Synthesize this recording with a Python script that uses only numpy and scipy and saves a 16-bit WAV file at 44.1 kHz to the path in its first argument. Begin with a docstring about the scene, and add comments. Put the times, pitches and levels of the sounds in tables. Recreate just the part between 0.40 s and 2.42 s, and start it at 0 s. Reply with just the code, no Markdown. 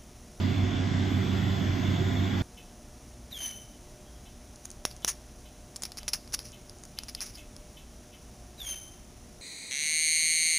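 """A rotary vane vacuum pump runs on a truck across a lawn, driven by a fast-idling diesel engine. Six vanes
pulse the exhaust as sines on shaft multiples; the housing repeats one turn of noise as clatter. The engine adds
its firing rate and octave; steady whines sit on top; filtered noise makes muffler roar and rush. A short burble
of three brief tones comes late, and the thin top whine stops during it. A phone with two microphone ports
stands across the lawn and hears the bass louder on the right."""
import sys
import numpy as np
from scipy import signal
from scipy.fft import rfft, irfft
from scipy.io import wavfile
from scipy.ndimage import uniform_filter1d

SR = 44100
rng = np.random.default_rng(int(sys.argv[2]) if len(sys.argv) > 2 else 0)


def transcribe(signal):
    """Save signal, clipped to [-1, 1], as a 16-bit WAV file at the path in sys.argv[1]."""
    frames = np.atleast_2d(signal).T
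    limited = np.clip(frames, -1, 1)
    pcm = np.round(limited * 32767).astype(np.int16)
    wavfile.write(sys.argv[1], SR, pcm)


def natural_amplitude(level_db):
    """Convert a level in decibels to a linear amplitude factor, elementwise."""
    exponent = np.asarray(level_db, float) / 20
    return 10 ** exponent


N = 89126

# how fast tones waver: pitch_hz, changes_per_s
TONE_WAVER_RATE = [(95, 7), (250, 9), (700, 13), (3400, 24), (8400, 8)]
# level unrest of tones: pitch_hz, spread_db
TONE_LEVEL_UNREST = [(45, 2), (90, .5), (100, .5), (190, 2), (250, 3), (700, 3.5), (3400, 3.5), (8400, 1.5)]
# phase unrest of tones: pitch_hz, spread_cycles
TONE_PHASE_UNREST = [(95, .01), (300, .05), (700, .1), (1600, .1), (3400, .14), (8400, .05)]
# multiples of the shaft speed that stand out: multiple
SHAFT_MULTIPLES = [3, 5, 6, 12, 16, 17, 18, 21, 23, 24, 38, 40, 42, 43, 44, 45, 46, 54, 63, 72, 90, 102,
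                   108, 120, 126, 132, 198, 210, 216, 418, 448]
# rms level of each of those multiples, the vane hum before its unevenness: level_db
SHAFT_MULTIPLE_LEVELS = [-55, -48, -30, -38.5, -44, -51, -45, -54, -53, -52, -59, -60, -63, -55, -59, -63,
                         -62, -66, -62, -63, -64, -60, -62, -62, -60, -63, -64, -58.5, -57.5, -76, -78]
# uneven level of the hum near 95 Hz, with deeper dips at some beats: time_s, gain_db
VANE_HUM_UNEVENNESS = [(0, 0), (.1, 1.5), (.16, 0), (.215, 2.5), (.33, -4), (.45, .8), (.53, 1.2), (.58, 0),
                       (.68, 2), (.74, -1), (.795, 2), (.85, -3), (.95, -2), (1.09, 1.8), (1.15, -1.6),
                       (1.24, .4), (1.32, .8), (1.4, -.7), (1.53, 1.6), (1.68, -1.6), (1.8, 2), (1.88, -.8),
                       (2.02, .5)]
# rms of the engine's firing rate, then of its octave: level_db
FIRING_LEVELS = [-49, -41]
# tones off the shaft series; the lowest sits at the sum of shaft multiple 5 and the engine octave, the rest
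# perhaps gears and turbo: pitch_hz, level_db (rms before any fades)
STEADY_WHINES = [(169.6, -48), (710.7, -58), (3466, -60), (3499, -59), (3531, -62)]
# brightening and fading of the whines near 3.5 kHz: time_s, gain_db
WHINE_FADES = [(0, 1), (.2, 4), (.38, 3.5), (.52, 1.5), (.62, -4.5), (1.1, 0.5), (1.25, -7), (1.45, 1),
               (1.6, -1), (1.78, 0), (2.02, 0)]
# muffler roar spectrum, relative: pitch_hz, density_db_per_hz
ROAR_SPECTRUM = [(20, -25), (35, -19), (50, -12), (65, -10), (80, -3.5), (88, -9), (104, -9), (112, 0.5),
                 (125, 2.5), (175, -5), (250, -0.5), (300, -6), (390, -9.5), (430, -23), (520, -23.5),
                 (700, -78.5)]
# spectrum of escaping air and engine rush, relative: pitch_hz, density_db_per_hz
RUSH_SPECTRUM = [(120, -60.5), (250, -21.5), (420, -8.5), (551, -6), (691, -0.5), (907, -6.5), (1010, -4.5),
                 (1260, -8), (1400, -5), (1750, -7), (1850, -5), (2050, -5), (2530, -11.5), (3180, -8.5),
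                 (3330, -9), (3440, -3.5), (3560, -9), (3700, -11), (4000, -14.5), (6300, -19), (7700, -24),
                 (8050, -36), (8600, -43), (9200, -74), (10000, -80), (11000, -62), (11500, -38.5),
                 (12600, -27.5), (13300, -31.5), (15500, -35.5)]
# sag and return of the topmost hiss: time_s, gain_db
TOP_HISS_FADES = [(0, 2), (0.101, 0.5), (0.551, -8), (0.699, 0), (1.2, 1), (1.4, -0.5), (2.02, 1.5)]
# short burble, perhaps liquid in the tank: peak_s, pitch_hz, level_db (rms of the tone before its bell)
BURBLE_TONES = [(1.53, 1030, -52), (1.563, 990, -49.5), (1.567, 890, -50.5)]
# balance of the two microphone ports: pitch_hz, left_minus_right_db
PORT_BALANCE = [(25, -4), (45, -4), (95, -2), (130, -4.5), (200, -8), (400, -9), (700, -7), (900, -1),
                (1200, 3), (1900, 4), (2500, 0), (3400, -4), (5000, -1), (7000, 0), (13000, 1)]
# likeness of the two microphone ports: pitch_hz, likeness_0_to_1
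PORT_LIKENESS = [(25, 0.9), (95, 0.91), (140, 0.89), (300, 0.89), (450, 0.67), (560, 0.16), (1950, 0.26),
                 (2100, 0.85), (2600, 1), (3600, 0.84), (3900, 0.54), (6000, 0.5), (6300, 0.96),
                 (11800, 0.88), (12200, 0.5)]

SHAFT_HZ, VANES = 15.937, 6
FIRING_HZ = 45.0
BEAT_DIP_S = .33  # vane tone and engine octave nearly oppose here, then about every 1 / 5.6 s
THIN_WHINE_ENDS_S = 1.57


def read(table, hz):
    """Table value at hz, straight on a log-frequency axis."""
    points = np.array(table, float)
    return np.interp(np.log(np.maximum(hz, 1)), np.log(points[:, 0]), points[:, 1])


def gain_over_time(table, t):
    """Gain in dB at each time, straight between the table's points."""
    return np.interp(t, *np.array(table).T)


def level(x, db):
    """Scale so that the mean of the channels has this rms."""
    return x * natural_amplitude(db) / np.sqrt(np.mean(x.mean(axis=0) ** 2))


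def walk(rate_hz):
    """Random levels held 1 / rate s and slewed twice; mean 0, spread 1."""
    hold = int(SR / rate_hz)
    steps = np.repeat(rng.standard_normal(N // hold + 2), hold)
    smooth = uniform_filter1d(uniform_filter1d(steps, hold), hold)[:N]
    return (smooth - smooth.mean()) / smooth.std()


def ports(hz):
    """Left and right microphone gains whose mean is 1."""
    ratio = natural_amplitude(read(PORT_BALANCE, hz))
    return np.array([2 * ratio / (1 + ratio), 2 / (1 + ratio)])


def tone(turns, hz, db, start=None):
    """A sine wavering in level and phase; the ports differ in phase where they are unlike."""
    chance, lag = rng.random(2)
    lag = (lag - .5) * (1 - np.clip(read(PORT_LIKENESS, hz), 0, 1)) / 2
    rate_hz = read(TONE_WAVER_RATE, hz)
    drift = read(TONE_PHASE_UNREST, hz) * walk(rate_hz)
    first_phase = chance if start is None else start  # cycles
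    wave = np.sin(2 * np.pi * (turns + drift + first_phase + np.array([[lag], [-lag]])))
    waver = natural_amplitude(read(TONE_LEVEL_UNREST, hz) * walk(rate_hz))
    envelope = np.sqrt(2) * natural_amplitude(db) * waver / np.sqrt(np.mean(waver ** 2))
    return envelope * ports(hz)[:, None] * wave


def colour(source, table):
    """Stereo spectrum from three unrelated signals: one shared, one for each port."""
    hz = np.fft.rfftfreq(N, 1 / SR)
    shared, left, right = rfft(source, axis=1)
    like = np.clip(read(PORT_LIKENESS, hz), 0, 1)
    pair = np.sqrt(like) * shared + np.sqrt(1 - like) * np.array([left, right])
    return hz, pair * ports(hz) * natural_amplitude(read(table, hz))


def airflow(source, table, db):
    """Noise in overlapping bands that share a slow swell; each also wavers alone, giving a streaky grain."""
    swell_db, swell_hz = 0.4, 0.98
    flicker_db, flicker_hz = 1.6, 9.95
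    top_hiss_from_hz, edge_hiss_from_hz = 10000, 8000
    edge_hiss_db = 9  # hiss around the thin whine grows as that whine stops
    t = np.arange(N) / SR
    hz, pair = colour(source, table)
    swell = walk(swell_hz)
    top_db = gain_over_time(TOP_HISS_FADES, t)
    edge_db = edge_hiss_db * np.clip((t - THIN_WHINE_ENDS_S) / .03 + 1, 0, 1)
    place = 8 * np.log2(np.maximum(hz, 1) / 20)  # eighth-octaves above 20 Hz
    last_band = int(read([(20, 0), (20480, 80)], table[-1][0])) + 1
    out = 0
    for step in range(last_band + 1):
        window = np.cos(np.clip(place - step, -1, 1) * np.pi / 2) ** 2
        band = irfft(pair * window, N, axis=1)
        centre_hz = 20 * 2 ** (step / 8)
        shift_db = top_db if centre_hz > top_hiss_from_hz else edge_db * (centre_hz > edge_hiss_from_hz)
        out = out + band * natural_amplitude(swell_db * swell + flicker_db * walk(flicker_hz) + shift_db)
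    return level(out, db)


def shaft_rotation(t):
    """Running count of shaft turns at a slightly wobbling speed, zero at the beat dip."""
    wobble = .0003  # spread, share of the shaft speed
    turns = np.cumsum(SHAFT_HZ * (1 + wobble * walk(2))) / SR
    return turns - np.interp(BEAT_DIP_S, t, turns)


def pump_hum(t, turns):
    """Vanes and shaft sound at whole multiples of the shaft speed; the hum near 95 Hz is uneven in level."""
    out = 0
    for multiple, db in zip(SHAFT_MULTIPLES, SHAFT_MULTIPLE_LEVELS):
        is_vane_tone = multiple == VANES
        start = 0 if is_vane_tone else None
        unevenness = natural_amplitude(is_vane_tone * gain_over_time(VANE_HUM_UNEVENNESS, t))
        out = out + tone(multiple * turns, multiple * SHAFT_HZ, db, start) * unevenness
    return out


def diesel_firing(t):
    """The engine's firing rate and its octave, whose beat with the vane tone dips the level."""
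    out = 0
    for k, db in enumerate(FIRING_LEVELS):
        hz = (k + 1) * FIRING_HZ
        out = out + tone(hz * (t - BEAT_DIP_S), hz, db, 0.45)
    return out


def whines(t):
    """Sines at fixed pitches off the shaft series; those above 3 kHz brighten and fade."""
    out = 0
    for hz, db in STEADY_WHINES:
        out = out + tone(hz * t, hz, db) * natural_amplitude((hz > 3000) * gain_over_time(WHINE_FADES, t))
    return out


def thin_whine(t):
    """One faint high sine that stops with a fade of 21 ms."""
    pitch_hz, level_db = 8441, -72  # rms before the stop
    fade = np.clip((THIN_WHINE_ENDS_S - t) / 0.021, 0, 1)
    return tone(pitch_hz * t, pitch_hz, level_db) * fade


def muffler_roar():
    """Air through the muffler: gently wavering noise with the roar spectrum."""
    return airflow(rng.standard_normal((3, N)), ROAR_SPECTRUM, -32)  # dB rms


def clatter(turns):
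    """The housing's knocks: one turn of random knocks, played again on every turn."""
    size = int(SR / SHAFT_HZ)
    pattern = rng.standard_normal((3, size))
    return pattern[:, (turns % 1 * size).astype(int)]


def air_rush(turns):
    """Escaping air throbs with the vanes and every second vane; clatter shares its spectrum."""
    pulse = .04  # depth of each throb
    clatter_db = -6.5  # against the air noise
    vane_throb = np.cos(2 * np.pi * VANES * turns)
    second_vane_throb = np.cos(np.pi * VANES * turns)
    throb = 1 + pulse * (vane_throb + second_vane_throb)
    source = throb * rng.standard_normal((3, N)) + natural_amplitude(clatter_db) * clatter(turns)
    return airflow(source, RUSH_SPECTRUM, -41)  # dB rms


def burble(t):
    """Brief tones under bell-shaped envelopes, perhaps liquid in the tank."""
    half_length_s = 0.014
    out = 0
    for peak_s, hz, db in BURBLE_TONES:
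        out = out + tone(hz * t, hz, db) * np.exp(-((t - peak_s) / half_length_s) ** 2)
    return out


def scene():
    """Pump, engine, whines, roar, rush and burble, summed as the two ports hear them."""
    t = np.arange(N) / SR
    turns = shaft_rotation(t)
    machine = pump_hum(t, turns) + diesel_firing(t) + whines(t) + thin_whine(t)
    return machine + muffler_roar() + air_rush(turns) + burble(t)


def low_pass(x):
    """Removes everything above the highest recorded frequency."""
    return signal.sosfilt(signal.butter(12, 15650, fs=SR, output="sos"), x)


def record(dry):
    """The phone stores the two-port mix."""
    return low_pass(dry)


dry = scene()
out = record(dry)
transcribe(out)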